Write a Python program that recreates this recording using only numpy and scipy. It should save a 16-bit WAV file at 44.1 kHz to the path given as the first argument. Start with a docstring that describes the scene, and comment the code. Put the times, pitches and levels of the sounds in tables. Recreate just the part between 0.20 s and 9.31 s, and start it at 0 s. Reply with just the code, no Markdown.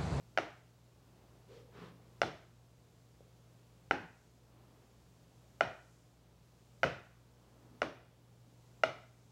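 """Seven hollow, rubbery pops, four of them doubled, in a small room, with rubs, rustles, hum and hiss between.
A hand presses the bubbles of a silicone pop toy on a leather seat, close to a phone.
Each pop sums swelling, decaying dome modes and a dispersed crack, then adds a rebound, a wall echo and a diffuse
noise tail. Damped sines make the sheet knocks and a fingertip tap; resonant noise makes the cushion thuds.
Fingers and leather are shaped noise, with one frequency-modulated squeak; hum is sines over filtered noise."""
import sys
import numpy as np
from scipy import signal
from scipy.fft import rfft, irfft
from scipy.io import wavfile

SR = 44100
rng = np.random.default_rng(int(sys.argv[2]) if len(sys.argv) > 2 else 0)


def persist_wave(psi):
    """Save psi, clipped to +-1, as 16-bit WAV."""
    counts = np.round(np.clip(psi, -1, 1) * 32767).astype(np.int16)
    wavfile.write(sys.argv[1], SR, np.atleast_2d(counts).T)


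N = 401751
TIME = np.arange(N) / SR


def undb(db):
    """Logarithmic level: 20 dB is a tenfold amplitude."""
    return 10 ** (np.asarray(db) / 20)


def unit(x):
    """Normalization: scale to rms 1."""
    return x / np.sqrt(np.mean(x ** 2))


def along(points, hz):
    """Logarithmic pitch: interpolate (Hz, value) points on a log-frequency axis."""
    f, value = np.transpose(points)
    return np.interp(np.log(np.maximum(hz, 1)), np.log(f), value)


def colour(x, points):
    """Linear filtering: multiply the spectrum by a gain given as (Hz, dB) points."""
    hz = np.fft.rfftfreq(len(x), 1 / SR)
    return irfft(rfft(x) * undb(along(points, hz)), len(x))


def resonate(x, hz, width_hz):
    """Resonance: a two-pole band-pass with gain 1 at its centre."""
    return signal.lfilter(*signal.iirpeak(hz, hz / width_hz, fs=SR), x)


def decay(t, t60):
    """Exponential decay: the level falls by 60 dB in t60 seconds."""
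    return np.exp(-np.log(1000) * t / t60)


def swell(t, peak_s):
    """Critical damping: a pulse rises to 1 at peak_s, then dies away."""
    return t / peak_s * np.exp(1 - t / peak_s)


def lag(x, seconds):
    """Relaxation: one-pole smoothing with the given time constant."""
    keep = np.exp(-1 / (seconds * SR))
    return signal.lfilter([1 - keep], [1, -keep], x)


def wander(count):
    """Slow random modulation: straight lines join count normal draws of spread 1."""
    return np.interp(TIME, np.linspace(0, TIME[-1], count), rng.standard_normal(count))


def add(track, start_s, sound):
    """Superposition: mix a sound into the track in place."""
    i = int(start_s * SR)
    track[i:i + len(sound)] += sound[:N - i]


# Mains hum. Each row: frequency in Hz, rms level in dB about which the tone wavers.
HUM_TONES = [(59.6, -72.5), (120, -65), (168, -75.5)]
# Spectrum of still air and microphone hiss. 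Each row: frequency in Hz, relative density in dB per Hz.
AIR_SPECTRUM = [(25, -19.5), (50, -0.5), (120, 1.5), (230, -3.5), (500, -7), (1000, -13.5), (1800, -20.5),
                (3500, -21), (7600, -23.5), (8400, -27.5), (15500, -31.5)]


def background(air_db=-66.5, hum_waver_db=1.5, hiss_waver_db=-2.0):
    """Stationary noise and tones: wavering mains hum over room noise and hiss."""
    air = undb(air_db) * unit(colour(rng.standard_normal(N), AIR_SPECTRUM))
    # only a broad band of hiss around 6900 Hz wavers
    hiss_gain = undb(hiss_waver_db * wander(count=28))
    out = air + (hiss_gain - 1) * resonate(air, 6900, 3500)
    for hz, db in HUM_TONES:
        amplitude = np.sqrt(2) * undb(db + hum_waver_db * wander(count=40))
        out = out + amplitude * np.sin(2 * np.pi * (hz * TIME + rng.random()))
    return out


# The toy shifts as the hand changes its grip. Each row: middle in seconds, length in seconds,
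# peak level in dB above which the resting rustle is added.
GRIP_SHIFTS = [(1.052, 0.89, -70), (1.8, 1.2, -71.5), (4.482, 0.83, -68.5), (5.299, 0.46, -77),
               (7.478, 1.3, -68), (8.703, 1.75, -78)]
# Spectrum of the leather rustle. Each row: frequency in Hz, relative density in dB per Hz.
RUSTLE_SPECTRUM = [(80, -12.5), (200, 4.5), (550, -1.5), (1100, -7.5), (1700, -15.5), (3500, -21.5),
                   (9000, -30.5)]


def leather(resting_db=-81.5):
    """Sliding friction: a soft rustle swells and fades as the toy creeps, over a constant resting rustle."""
    creep = undb(resting_db)
    for s, length, db in GRIP_SHIFTS:
        position = np.clip((TIME - s) / length, -.5, .5)
        creep = creep + undb(db) * np.cos(np.pi * position) ** 2
    return creep * unit(colour(rng.standard_normal(N), RUSTLE_SPECTRUM))


# Modes above a dome's own pitch. Each row: frequency in Hz before the overtone pitch factor,
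# level in dB before brightness, swell time in ms before the ring length factor.
DOME_OVERTONES = [(897, -11, 0.68), (1366, 3.5, 0.79), (1923, -4.5, 0.62), (2374, -9, 1.2),
                  (2820, -8.5, 0.72), (3800, -18, 1.1), (4370, -16.5, .75), (5150, -17.5, 1.1),
                  (5830, -21.5, 0.55)]


def dome(dome_hz, tension, ring, dome_db, brightness, scatter, sag=0.034):
    """Modal vibration: the modes of a buckling dome each swell and die, its own lowest pitch among the last."""
    t, out = TIME[:SR // 25], 0
    lowest = (dome_hz, 1.5 + dome_db, 1.16)  # Hz, dB, swell time in ms
    modes = [lowest] + [(tension * hz, db, ms) for hz, db, ms in DOME_OVERTONES]
    for k, (hz, db, swell_ms) in enumerate(modes):
        peak_s = ring * swell_ms / 1000
        own_hz = hz * (1 + scatter * rng.standard_normal())
        # the pitch sags as the skin relaxes
        sagging_hz = own_hz * (1 + sag * np.exp(-t / peak_s))
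        phase = 2 * np.pi * np.cumsum(sagging_hz) / SR
        # neighbouring modes push the air in opposite senses and cancel between their pitches: a hollow knock
        sign = (-1) ** k
        out = out + sign * undb(db + along(brightness, hz)) * swell(t, peak_s) * np.sin(phase)
    return out


BODY_HZ = 1534  # below this, brightness changes nothing; also scales the crack's dispersion
# Spectrum of the buckling skin's crack. Each row: frequency in Hz, relative density in dB per Hz before brightness.
CRACK_SPECTRUM = [(100, -11), (380, 5), (800, 1.5), (1200, -2.5), (2500, -2.5), (3500, -1), (4500, -7.5),
                  (6000, -5.5), (7500, -21.5), (11000, -28), (16000, -33.5)]


def crack(brightness, spread_s=.002):
    """Dispersion: a broad click spreads as it crosses the rubber sheet, and the highs arrive first."""
    hz = np.fft.rfftfreq(SR // 25, 1 / SR)
    group_delay = spread_s / np.sqrt(.2 + hz / BODY_HZ)
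    phase = -2 * np.pi * np.cumsum(group_delay) * hz[1]
    gain = undb(along(CRACK_SPECTRUM, hz) + along(brightness, hz))
    return irfft(gain * np.exp(1j * phase)) * np.linspace(1, 0, SR // 25)


def rebound(x, tension, delay_s=.00144, share=.6):
    """Comb interference: a close echo of the jolt follows at once, sooner in a tighter dome, and hollows the
    sound."""
    samples = np.arange(len(x))
    late = np.interp(samples - SR * delay_s / tension, samples, x, left=0)
    return (x + share * late) / (1 + share)


# Colour of the room's echoes. Each row: frequency in Hz, gain in dB.
ROOM_SPECTRUM = [(100, 6.5), (300, 6), (600, 4.5), (1000, 2), (1500, -2.5), (2200, 3), (3500, 2),
                 (6000, -1), (8000, 5), (14000, 0)]
# Reverberation time of the room. Each row: band centre in Hz, 60 dB decay time in seconds.
ROOM_DECAY = [(100, 0.45), (600, 0.41), (1600, 0.52), (3000, 0.47), (6000, .42), (10000, .28)]


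def room(x, first_s=0.0024, build_s=0.001):
    """Diffuse reverberation: convolve with decaying noise, drawn anew per call since hand and toy move."""
    t = TIME[:SR * 3 // 4]
    hz = np.fft.rfftfreq(len(t), 1 / SR)
    spectrum = rfft(colour(rng.standard_normal(len(t)), ROOM_SPECTRUM))
    centres, t60s = np.transpose(ROOM_DECAY)
    tail = 0
    # each row of the identity matrix selects one band, overlapping its neighbours
    for share, t60 in zip(np.eye(len(centres)), t60s):
        band = irfft(spectrum * along(np.c_[centres, share], hz), len(t))
        tail = tail + band * decay(t, t60)
    tail = tail * (1 - np.exp(-np.maximum(t - first_s, 0) / build_s))
    energy_scale = np.sqrt(2 * np.log(1000) / (SR * t60s.mean()))
    return signal.fftconvolve(x, tail * energy_scale)


def bright_curve(bright_db, shade_db):
    """Spectral balance: raise or lower the bite near 2740 Hz and everything above 3100 Hz."""
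    presence_db = 5 + 0.25 * bright_db  # the bite partly follows the brightness
    return [(BODY_HZ, 0), (2740, presence_db + shade_db), (3100, bright_db)]


def snap(db, dome_hz, tension, ring, dome_db, bright_db, room_db):
    """Snap-through buckling: one snap, heard direct, from the nearest wall and through the room."""
    near = bright_curve(bright_db, shade_db=0)
    far = bright_curve(bright_db, shade_db=-6)  # less of the bite goes to the walls
    ringing = dome(dome_hz, tension, ring, dome_db, near, scatter=0.0065)
    direct = rebound(ringing + undb(13) * crack(near), tension)
    # the hand shades the crack from the microphone but not from the walls
    outward_ringing = dome(dome_hz, tension, ring, dome_db, far, scatter=.02)
    outward_crack = rebound(crack(far), tension, share=0.22)
    out = undb(room_db) * (undb(-1.0) * room(outward_ringing) + undb(22.5) * room(outward_crack))
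    add(out, 0, direct)
    wall_s, wall_db, wall_top_hz = .009, -18.5, 2500  # echo delay, level, dulled above
    add(out, wall_s, undb(wall_db) * lag(direct, 1 / (2 * np.pi * wall_top_hz)))
    return undb(db) * out


def knock(hz, swell_s):
    """Heavy damping: one mode of the rubber sheet swells and dies at once."""
    t = TIME[:SR // 25]
    return swell(t, swell_s) * np.sin(2 * np.pi * hz * t)


# Domes pressed through. Each row: start in seconds, level in dB, dome pitch in Hz, overtone pitch factor,
# ring length factor, dome mode in dB, brightness in dB, room in dB, sheet knock in dB, cushion thud in dB.
DOME_POPS = [(0.1750, -20, 680, 1.074, 0.68, -1, -2, -9.5, -31.5, -51.5),
             (2.0166, -20, 607, 1.01, 0.8, 2, 4, -11, -25.5, -41),
             (3.7101, -18, 828, 1.04, 1.07, -2, -5.5, -9.5, -24, -47),
             (5.4082, -19, 636, 1.03, 1.27, 0, -4, -9, -34.5, -44.5),
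             (6.6320, -19.5, 644, 1.053, 0.98, -2.5, -2, -6, -30.5, -37.5),
             (7.6181, -23.5, 605, 1.01, 1.07, 0.5, 0.5, -10, -29.5, -49),
             (8.6353, -19, 618, 1.007, 1.51, 1, 0, -10.5, -36.5, -47.5)]
# Domes that catch halfway snap again. Each row: start in seconds, level in dB, dome pitch in Hz,
# overtone pitch factor, brightness in dB.
DOME_RESNAPS = [(0.1842, -26.5, 650, 1, 0), (2.0318, -30.5, 770, 1.045, -2), (6.6390, -23.5, 527, 1.04, -5),
                (7.629, -32.5, 500, 0.83, -1)]


def pops():
    """Elastic instability: each dome snaps through and jerks the sheet; some snap again, softer, as they seat."""
    out = np.zeros(N)
    for s, *voice, knock_db, _ in DOME_POPS:
        add(out, s, snap(*voice))
        add(out, s, -undb(knock_db) * knock(hz=420, swell_s=0.00064))
    for s, db, dome_hz, tension, bright_db in DOME_RESNAPS:
        add(out, s, snap(db, dome_hz, tension, ring=1.3, dome_db=2.5, bright_db=bright_db, room_db=-10.5))
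    return out


# The padded seat: its cushion, then its cover. Each row: frequency in Hz, width in Hz, rise time in seconds,
# 60 dB decay time in seconds.
SEAT_MODES = [(123, 65, .012, 0.43), (327, 220, 0.00094, 0.32)]


def cushion(finger_lag_s=.0045, cover_db=-40.5, cover_share=.6):
    """Damped resonance: the finger drops after each snap, the padding thuds and its cover slaps."""
    out, t = np.zeros(N), TIME[:SR // 2]
    average_db = np.mean([knock_db for *_, knock_db, _ in DOME_POPS])
    for s, *_, knock_db, thud_db in DOME_POPS:
        # the cover's slap partly follows the knock's level
        slap_db = cover_db + cover_share * (knock_db - average_db)
        for db, (hz, width_hz, rise_s, t60) in zip((thud_db, slap_db), SEAT_MODES):
            noise = rng.standard_normal(len(t))
            body = unit(resonate(resonate(noise, hz, width_hz), hz, 2 * width_hz))
            envelope = (1 - np.exp(-t / rise_s)) * decay(t, t60)
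            add(out, s + finger_lag_s, undb(db) * body * envelope)
    return out


def squeak(start_s=1.29, start_db=-54.5, fade_db_per_s=32, jitter=0.13, jitter_hz=45):
    """Stick-slip: uneven slips give a faint wavering note that glides up as the fingertip bears down."""
    t = np.maximum(TIME - start_s, 0)
    attack_s, hold_s, release_s = 0.011, 0.14, 0.04
    contact = np.interp(t, np.cumsum([0, attack_s, hold_s, release_s]), [0, 1, 1, 0])
    first_hz, final_hz, glide_s = 365, 476, .022
    hz = final_hz + (first_hz - final_hz) * np.exp(-t / glide_s)
    uneven = unit(resonate(rng.standard_normal(N), jitter_hz, 2 * jitter_hz))
    phase = 2 * np.pi * np.cumsum(hz * (1 + jitter * uneven)) / SR
    return contact * undb(start_db - fade_db_per_s * t) * np.sin(phase)


# Fingers rubbing the silicone. Each row: firmest moment in seconds, length in seconds, judder pitch in Hz,
# judder in dB, friction in dB before brightness, brightness in dB.
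FINGER_RUBS = [(1.355, 0.18, 438, -67, -66, 9), (1.622, 0.22, 413, -62.5, -54, -1.5),
               (3.826, .08, 146, -52.5, -54, -16), (7.529, 0.085, 251, -61, -85, -10)]
# Spectrum of the friction. Each row: frequency in Hz, relative density in dB per Hz before brightness.
FRICTION_SPECTRUM = [(100, -12), (175, 6.5), (260, -2), (470, -2.5), (750, -9.5), (1150, -4.5),
                     (1900, -12.5), (3200, -15.5), (5500, -24), (10000, -40.5)]


def rub(length, hz, judder_db, friction_db, bright_db, grain_db=3, breadth=0.28):
    """Dry friction: skin drags in fine grains of uneven size while the rubber sheet softly judders."""
    count = int(length * SR)
    slips, grains, sizes = rng.standard_normal((3, SR // 2))
    judder = resonate(resonate(slips, hz, breadth * hz), hz, breadth * hz)
    judder = unit(judder[-count:])  # the settled end of the resonance
    friction = unit(colour(grains * undb(grain_db * sizes), FRICTION_SPECTRUM))
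    friction = colour(friction, [(1200, 0.0054), (5000, bright_db)])[:count]
    pressure = signal.windows.cosine(count)
    return pressure * (undb(judder_db) * judder + undb(friction_db) * friction)


def fingers(room_db=-9):
    """Contact excitation: a squeak, rubs and one fingertip tap that pops nothing, all with room echoes."""
    out = squeak()
    for s, length, *voice in FINGER_RUBS:
        add(out, s - length / 2, rub(length, *voice))
    add(out, 3.0065, undb(-47.5) * knock(hz=480, swell_s=.0009))  # the tap
    return out + undb(room_db) * room(out)[:N]


def scene():
    """Superposition: toy, seat, fingers and room sum at one microphone."""
    return (background() + leather() + pops() + cushion() + fingers())[None]


def record(dry, duck_db=2.0, knee_db=-50, power_s=0.21, gain_s=.06):
    """Gain control: the phone's level dips by up to 2 dB after loud sounds; deepest bass and top are cut."""
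    power = lag(dry ** 2, power_s)
    loudness = power / (power + undb(2 * knee_db))  # doubled dB: power, not amplitude
    out = dry * undb(-duck_db * lag(loudness, gain_s))
    out = signal.sosfilt(signal.butter(2, 40, "highpass", fs=SR, output="sos"), out)
    return signal.sosfilt(signal.ellip(10, .1, 70, 15800, fs=SR, output="sos"), out)


dry = scene()
out = record(dry)
persist_wave(out)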